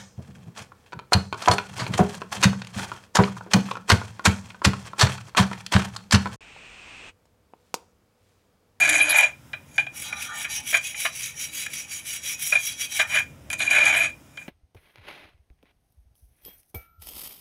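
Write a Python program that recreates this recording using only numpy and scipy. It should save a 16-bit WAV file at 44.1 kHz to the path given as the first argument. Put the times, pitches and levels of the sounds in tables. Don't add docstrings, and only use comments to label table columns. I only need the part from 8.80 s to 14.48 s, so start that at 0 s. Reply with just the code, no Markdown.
import sys
import numpy as np
from scipy import signal
from scipy.fft import rfft, irfft
from scipy.io import wavfile
from scipy.ndimage import uniform_filter1d

SR = 44100
rng = np.random.default_rng(int(sys.argv[2]) if len(sys.argv) > 2 else 0)


def digitize_waveform(pressure):
    field = np.atleast_2d(pressure).T
    bounded = np.clip(field, -1, 1)
    quanta = np.round(bounded * 32767).astype(np.int16)
    wavfile.write(sys.argv[1], SR, quanta)


def elevation(decibels):
    levels = np.asarray(decibels, float)
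    return 10 ** (levels / 20)


N = 250488
TIME = np.arange(N) / SR
BRUSH_OFF_S = 4.45


def rms_one(x):
    return x / np.sqrt(np.mean(x ** 2) + 1e-20)


def in_time(rows):
    s, *columns = np.transpose(rows)
    return np.array([np.interp(TIME, s, column, left=-120, right=-120) for column in columns])


def drift(rate_hz):
    r = np.exp(-80 * np.pi * rate_hz / SR)
    noise = rng.standard_normal(N // 40 + 2002)
    slow = signal.lfilter([1], [1, -2 * r, r * r], noise)[2000:]
    return np.interp(np.arange(N) / 40, np.arange(len(slow)), rms_one(slow))


def coloured(x, spectrum):
    hz, level_db = np.transpose(spectrum)
    grid = np.log(np.fft.rfftfreq(N, 1 / SR) + 1)
    gain = rms_one(elevation(np.interp(grid, np.log(hz), level_db)))
    return irfft(rfft(x) * gain, N)


def patchy(x, low_hz, high_hz, patch_db, rate_hz):
    spectrum = rfft(x)
    grid = np.log(np.fft.rfftfreq(N, 1 / SR) + 1)
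    centres = np.log(np.geomspace(low_hz, high_hz, 7))
    shares = [np.interp(grid, centres, row) for row in np.eye(7)]
    return sum(irfft(spectrum * share, N) * elevation(patch_db * drift(rate_hz)) for share in shares)


def resonance(x, hz, width_hz):
    r = np.exp(-np.pi * width_hz / SR)
    poles = [1, -2 * r * np.cos(2 * np.pi * hz / SR), r * r]
    return (1 - r * r) / 2 * signal.lfilter([1, 0, -1], poles, x + 1e-18)


def dips(x, rows):
    for hz, width_hz, depth in rows:
        x = x - depth * resonance(x, hz, width_hz)
    return x


def grains(per_s, spread_db, clump_db, clump_rate_hz):
    sizes = elevation(spread_db * np.minimum(rng.exponential(1, N), 5)) * rng.choice([-1, 1], N)
    slips = sizes * (rng.random(N) < per_s / SR)
    return rms_one(slips * elevation(clump_db * drift(clump_rate_hz)))


def rumble():
    # hz, level_db (relative)
    murmur_spectrum = [(24, -40.5), (40, -2.5), (91, -1), (193, -10.5), (254, -6.5), (349, -16.5),
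                       (418, -25), (500, -13.5), (650, -17.5), (1100, -120)]
    # time_s, level_db
    swell = [(0.0, -52), (0.1, -52.5), (0.33, -57.5), (0.75, -52), (1.6, -54), (4.23, -57), (4.32, -49),
             (5.2, -48.5), (5.3, -50), (5.68, -58.5)]
    # hz, width_hz, level_db (relative)
    room_modes = [(72.2, 9.8, -0.5), (132, 21.5, 0.5)]
    # time_s, half_length_s, level_db
    tone_swells = [(0.162, 0.11, -40.5), (1.043, 0.19, -63), (2.7, .08, -60.5), (5.034, 0.22, -48.5)]
    # hz, level_db (relative)
    air_spectrum = [(180, -25), (300, -16.5), (994, -7), (1140, -13.5), (1360, -8), (1510, -11.5),
                    (4520, -16.5), (5340, -15.5), (6000, -19.5), (16000, -21)]
    noise = rng.standard_normal((4, N))
    modes = sum(elevation(level_db - 4.5) * rms_one(resonance(noise[1], hz, width_hz))
                for hz, width_hz, level_db in room_modes)
    murmur = patchy(coloured(noise[0], murmur_spectrum), 51, 660, 3.3, 3.1)
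    low = elevation(in_time(swell)[0]) * (murmur + modes)
    swells = sum(elevation(level_db) * np.exp(-((TIME - s) / half_s) ** 2) for s, half_s, level_db in tone_swells)
    tone = (elevation(-71) + swells) * rms_one(resonance(noise[2], hz=305, width_hz=13))
    air = elevation(-57) * patchy(coloured(noise[3], air_spectrum), 400, 12000, 1.1, 3.3)
    return low + tone + air


def room(x):
    t60_s, first_echo_s, wall_cut_hz = 0.19, 0.006, 5600
    after_s = np.arange(SR // 2) / SR
    tail = rng.standard_normal(len(after_s)) * elevation(-60 * after_s / t60_s) * (after_s > first_echo_s)
    tail = signal.sosfilt(signal.butter(1, wall_cut_hz, fs=SR, output="sos"), tail)
    return signal.fftconvolve(x, tail / np.sqrt(np.sum(tail ** 2)))[:N]


def iron(forces, column, damping_hz, wander_db):
    # hz, width_hz, brush_db, floor_db (relative within a group)
    modes = [(509, 113, -19.5, -21), (614, 132, -25, -8), (695, 170, -22.5, -9), (838, 82, 3.5, -11),
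             (1076, 320, -14.5, -14), (1201, 14, 4.5, -6.5), (1425, 105, 3.5, -5), (1554, 134, -4.5, -0.5),
             (1694, 60, -8.5, -1), (1831, 52, 9.5, -1.5), (2166, 190, -32, -12), (2308, 53, 1, -14),
             (2405, 14, -26, 11), (2500, 5, 1, 3.5), (2524, 13, 1, -3), (2925, 170, -7, -14.5),
             (3143, 23, -2.5, -11), (3292, 36, -1.5, -10.5), (3910, 50, 0.5, -12), (4635, 200, -4, 0),
             (5000, 31, -12, -29), (5720, 38, 5, 2), (5835, 21, -13.5, 1.5), (5866, 320, -3, -14),
             (6346, 140, -5, 4), (6750, 163, -2, 8), (7170, 330, -33, 2.5), (7700, 50, -4.5, -0.5),
             (8120, 170, -34, -1), (9070, 300, -14.5, -6), (9650, 58, -10.5, -27), (9760, 240, -10.5, -0.5),
             (11180, 580, -13, -6)]
    group_edges = [1050, 1950, 4300]
    hz, width_hz, *strength_db = np.transpose(modes)
    width_hz = width_hz + damping_hz
    group = np.searchsorted(group_edges, hz)
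    gain = elevation(strength_db[column])
    rings = np.zeros((4, N))
    for k in range(len(hz)):
        total = np.sqrt(np.sum((gain ** 2 * width_hz)[group == group[k]]) * np.pi / SR)
        force = forces[group[k]] * elevation(wander_db * drift(5.87))
        rings[group[k]] += (-1) ** k * gain[k] / total * resonance(force, hz[k], width_hz[k])
    soft = signal.sosfilt(signal.butter(2, 5500, fs=SR, output="sos"), rings[:3].sum(axis=0))
    return soft + rings[3]


def strokes(turn_s, full_db, turn_db):
    fastest_share, speed_power = 0.51, 1.71
    place = np.interp(TIME, [*turn_s, BRUSH_OFF_S], np.arange(len(turn_s) + 1.))
    share = (place % 1) ** (np.log(.5) / np.log(fastest_share))
    full = elevation(full_db)[np.minimum(place.astype(int), len(turn_s) - 1)]
    touching = (TIME > 1.24) & (TIME < 4.4)
    level = full * np.sin(np.pi * share) ** speed_power + elevation(turn_db) * touching
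    return uniform_filter1d(level, size=600)


def brush():
    # turn_s, full_speed_db, middle_modes_db, hiss_top_db (the last two relative)
    stroke_rows = [(1.102, -36.5, -4, 0.5), (1.339, -33.5, -5, -6), (1.52, -32, -1.5, 0.5),
                   (1.677, -28.5, -9, -6.5), (1.817, -29.5, -1, 3.5), (2.005, -33.5, -3.5, -1),
                   (2.143, -28, -7.5, 4), (2.313, -30, -9, -3.5), (2.545, -31.5, -5, 0.5),
                   (2.704, -29, -8, -1), (2.883, -34.5, -9, -2.5), (3.069, -32.5, -6.5, -1),
                   (3.228, -30.5, -10, 0), (3.408, -27.5, -8, -2), (3.568, -29.5, -5, 8),
                   (3.758, -32.5, -3, 3), (3.968, -27.5, -3, -1), (4.081, -29, -2.5, -1),
                   (4.255, -35.5, -4, 0)]
    # time_s, level_db (relative)
    pressure = [(1.1, -61.5), (1.34, -45.5), (1.5, -40), (1.71, -47.5), (1.85, -63.5), (4.09, -61.5),
                (4.23, -41), (4.4, -60)]
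    # hz, level_db (relative)
    hiss_spectrum = [(590, -59), (1000, -26.5), (2050, -8.5), (2250, 0.5), (2650, -6.5), (3990, -10),
                     (4380, -9), (5740, -14), (7260, -13.5), (10800, -4.5), (13700, -16), (15400, -11),
                     (15900, -26), (16500, -47.5)]
    turn_s, full_db, middle_db, top_db = np.transpose(stroke_rows)
    centre_s = turn_s + np.diff(turn_s, append=BRUSH_OFF_S) / 2
    speed = strokes(turn_s, full_db, turn_db=-47)
    top_speed = strokes(turn_s, full_db, turn_db=-60)
    middle = elevation(np.interp(TIME, centre_s, middle_db))
    top = elevation(np.interp(TIME, centre_s, top_db))

    slips = grains(12000., 2.0, 1.53, 22.0)
    low = elevation(in_time(pressure)[0])
    forces = [elevation(-5.0) * low * slips, low * slips, middle * speed * slips, elevation(-5.0) * speed * slips]
    ring = iron(forces, column=0, damping_hz=4.5, wander_db=4.0)

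    hiss = patchy(coloured(grains(14000., 1.9, 3.3, 48.0), hiss_spectrum), 2700, 12000, 1.0, 14.0)
    dull = signal.sosfiltfilt(signal.butter(2, 9000, fs=SR, output="sos"), hiss)
    return ring + elevation(-3.0) * (speed * dull + top_speed * top * (hiss - dull))


def levels(middle_db, lowest_db, low_db, high_db):
    return elevation(np.array([middle_db + lowest_db, middle_db + low_db, middle_db, middle_db + high_db]))


def lifted(s):
    # start_s, end_s
    spans = [(.6, 1.1), (4.6, 4.76), (5.5, 5.68)]
    return any(start_s < s < end_s for start_s, end_s in spans)


def low_share_db(s):
    if lifted(s):
        return -5, -8
    if 1.1 < s < 4.3:
        return -12.5, -5.5
    return -25.5, -12


def sliding():
    # time_s, scrape_db, low_modes_db, high_modes_db (the last two relative)
    slides = [
        [(0.0, -16.5, -7, -9.5), (0.1, -19.5, -5, -10), (0.18, -21, -4, -3), (0.21, -12, -15, -24.5),
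         (0.255, -25, -6, -8), (0.31, -18, -9.5, -16.5), (0.39, -12, -7, -13), (0.44, -15, -10, -17.5),
         (0.47, -29.5, -6, -11.5), (0.6, -81, 0, -20)],
        [(0.86, -63.5, -10, -2), (0.938, -52, -8, 0.5), (0.972, -44.5, -7, 3)],
        [(4.29, -34, -11, -9), (4.335, -20, -5.5, -21), (4.36, -10, -8, -18), (4.405, -23, -7.5, -18),
         (4.458, -71, -11, 10), (4.52, -59, -11, 0)],
        [(4.775, -50, -12, 3), (4.804, -17.5, -8, -13), (4.834, -27, -6.5, -3.5), (4.89, -27, -8, -14),
         (4.92, -15, -6, -13), (5.03, -19.5, -6, -15.5), (5.06, -15.5, -7, -10.5), (5.12, -19, -5.5, -15),
         (5.17, -15, -9.5, -24), (5.26, -22.5, -8.5, -12.5), (5.4, -94, -2, -14)],
        [(5.38, -78, -10, 0), (5.56, -55, -9, -5), (5.6, -50.5, -1, -5), (5.65, -53, -7, -4.5),
         (5.68, -75, -9, 1)],
    ]
    slide_lowest = [-1.5, 3, -8, -4.5, -7]
    force = sum(levels(scrape_db, low_db + lowest_db, low_db, high_db)
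                for (scrape_db, low_db, high_db), lowest_db in zip(map(in_time, slides), slide_lowest))
    stutter_db, stutter_rate_hz = 3.5, 65
    force[2] *= rms_one(elevation(stutter_db * np.tanh(drift(stutter_rate_hz))))
    return force


def knocks(rows, rise_ms, strike_db):
    force = np.zeros((4, N))
    after_ms = np.arange(SR // 8) / SR * 1000
    for s, level_db, high_db, decay_ms in rows:
        shape = (1 - np.exp(-after_ms / rise_ms)) * np.exp(-after_ms / decay_ms)
        shape[round(rise_ms * SR / 1000)] += elevation(strike_db)
        burst = levels(level_db, *low_share_db(s), high_db)[:, None] * shape
        start = round(s * SR)
        force[:, start:start + len(shape)] += burst[:, :N - start]
    return force * elevation(np.array([[-8.0], [-2.5], [-1.5], [-6.0]]))


def feet():
    # time_s, level_db (relative), high_modes_db (relative), decay_ms
    knock_rows = [(0.089, -14, 3, 10.6), (0.194, -13, -30, 17), (0.2914, -6, -9.5, 8.6),
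                  (0.3187, -19, -16, 4.7), (0.356, -16.5, -26, 3.6), (0.382, -8, 2, 3.9),
                  (0.408, -13, -27, 5), (0.4268, -6.5, -36, 8), (0.732, -17.5, -30, 7.8),
                  (0.9415, -48, 6, 6), (0.96, -50, 8, 2), (0.9798, -7, -23, 7), (0.993, -27.5, -8, 24),
                  (1.066, -22.5, -29, 3.8), (1.3225, -17.5, -12.5, 7.2), (1.607, -16.5, -28, 4.5),
                  (1.642, -17, -28, 11), (1.9265, -8, -22, 4.4), (1.938, -7, -18.5, 10.5),
                  (1.944, -10, -20, 9.2), (1.9678, -12, -1, 5.3), (2.143, -15.5, -26, 3.7),
                  (2.248, -6, -26, 7.7), (2.2586, -5.5, -21, 3.6), (2.8612, -7, -7.5, 2.3),
                  (3.7192, -12, -11, 16), (3.7505, -11.5, -17, 11.4), (4.189, -6, -12, 10.1),
                  (4.1955, -2, -23, 6.4), (4.211, -4.5, -17, 3.2), (4.349, -8, -12, 3.7),
                  (4.7016, -15, -10.5, 2.6), (4.7132, -29.5, 0, 12), (4.7295, -17.5, -0.5, 6.6),
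                  (4.801, -5.5, -16, 3.8), (4.8731, -10, -24.5, 6), (4.9017, -10.5, -7, 13),
                  (4.95, -8, -15, 5), (4.972, -12.5, -16, 6.9), (5.0018, -4, -26, 6), (5.0288, -7, -21, 5),
                  (5.0502, -7.5, -14, 12), (5.1444, 2.5, -24, 3.9), (5.2418, -7, -26, 5.4),
                  (5.5727, -22.5, -20.5, 4.7), (5.613, -35, -25, 7.8)]
    # hz, width_hz, level_db (relative)
    slab = [(645, 226, -7), (1168, 350, -5.5), (1770, 440, 0), (2180, 620, 11), (3110, 1330, -3.5)]
    # hz, level_db (relative)
    grit_spectrum = [(2470, -28.5), (4200, -2.5), (5470, -28), (6910, -12), (8890, -19), (11100, -4),
                     (12800, -33.5), (15400, -27), (16200, -47), (16500, -71)]
    # hz, width_hz, depth (0-1)
    cancelling = [(1177, 65, 0.8), (2660, 51, 0.8)]
    slide = sliding() * elevation(-1.5)
    held = knocks([row for row in knock_rows if not lifted(row[0])], rise_ms=4.3, strike_db=-1.0) * elevation(2.5)
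    free = knocks([row for row in knock_rows if lifted(row[0])], rise_ms=0.22, strike_db=16.5)
    contact = rng.choice([-1., 1.], N)
    loose = slide * grains(4000., 2.97, 1.52, 58.0) + free * contact
    pressed = held * contact
    ring = iron(loose, column=1, damping_hz=18.0, wander_db=1.5)
    ring = ring + iron(pressed, column=1, damping_hz=55, wander_db=2.0)

    push = loose[1] + pressed[1]
    thud = sum((-1) ** k * elevation(level_db + 7.5) * resonance(resonance(push, hz, width_hz), hz, width_hz)
               for k, (hz, width_hz, level_db) in enumerate(slab))
    grit = patchy(coloured(grains(8100.0, 3.4, 7.4, 26.0), grit_spectrum), 4100, 12130, 7.8, 10.0)
    return dips(ring + thud, cancelling) + elevation(-7.0) * (slide + held + free)[3] * grit


def scene():
    close = brush() + feet()
    echo = elevation(-16) * room(close)
    return (close + echo + rumble())[None]


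def roll_off(x):
    return signal.sosfilt(signal.butter(12, 16990, fs=SR, output="sos"), x)


def record(dry):
    # hz, width_hz, depth (0-1)
    microphone_dips = [(4300, 1140, 0.82), (13750, 1100, .7)]
    bass_cut_hz, top_hz = 75, 15720
    dipped = dips(dry, microphone_dips)
    thinned = signal.sosfilt(signal.butter(3, bass_cut_hz, "high", fs=SR, output="sos"), dipped)
    rounded = .8 * np.tanh(thinned / .8)
    mix = signal.sosfilt(signal.ellip(12, .5, 70, top_hz, fs=SR, output="sos"), rounded)
    return roll_off(mix)


dry = scene()
out = record(dry)
digitize_waveform(out)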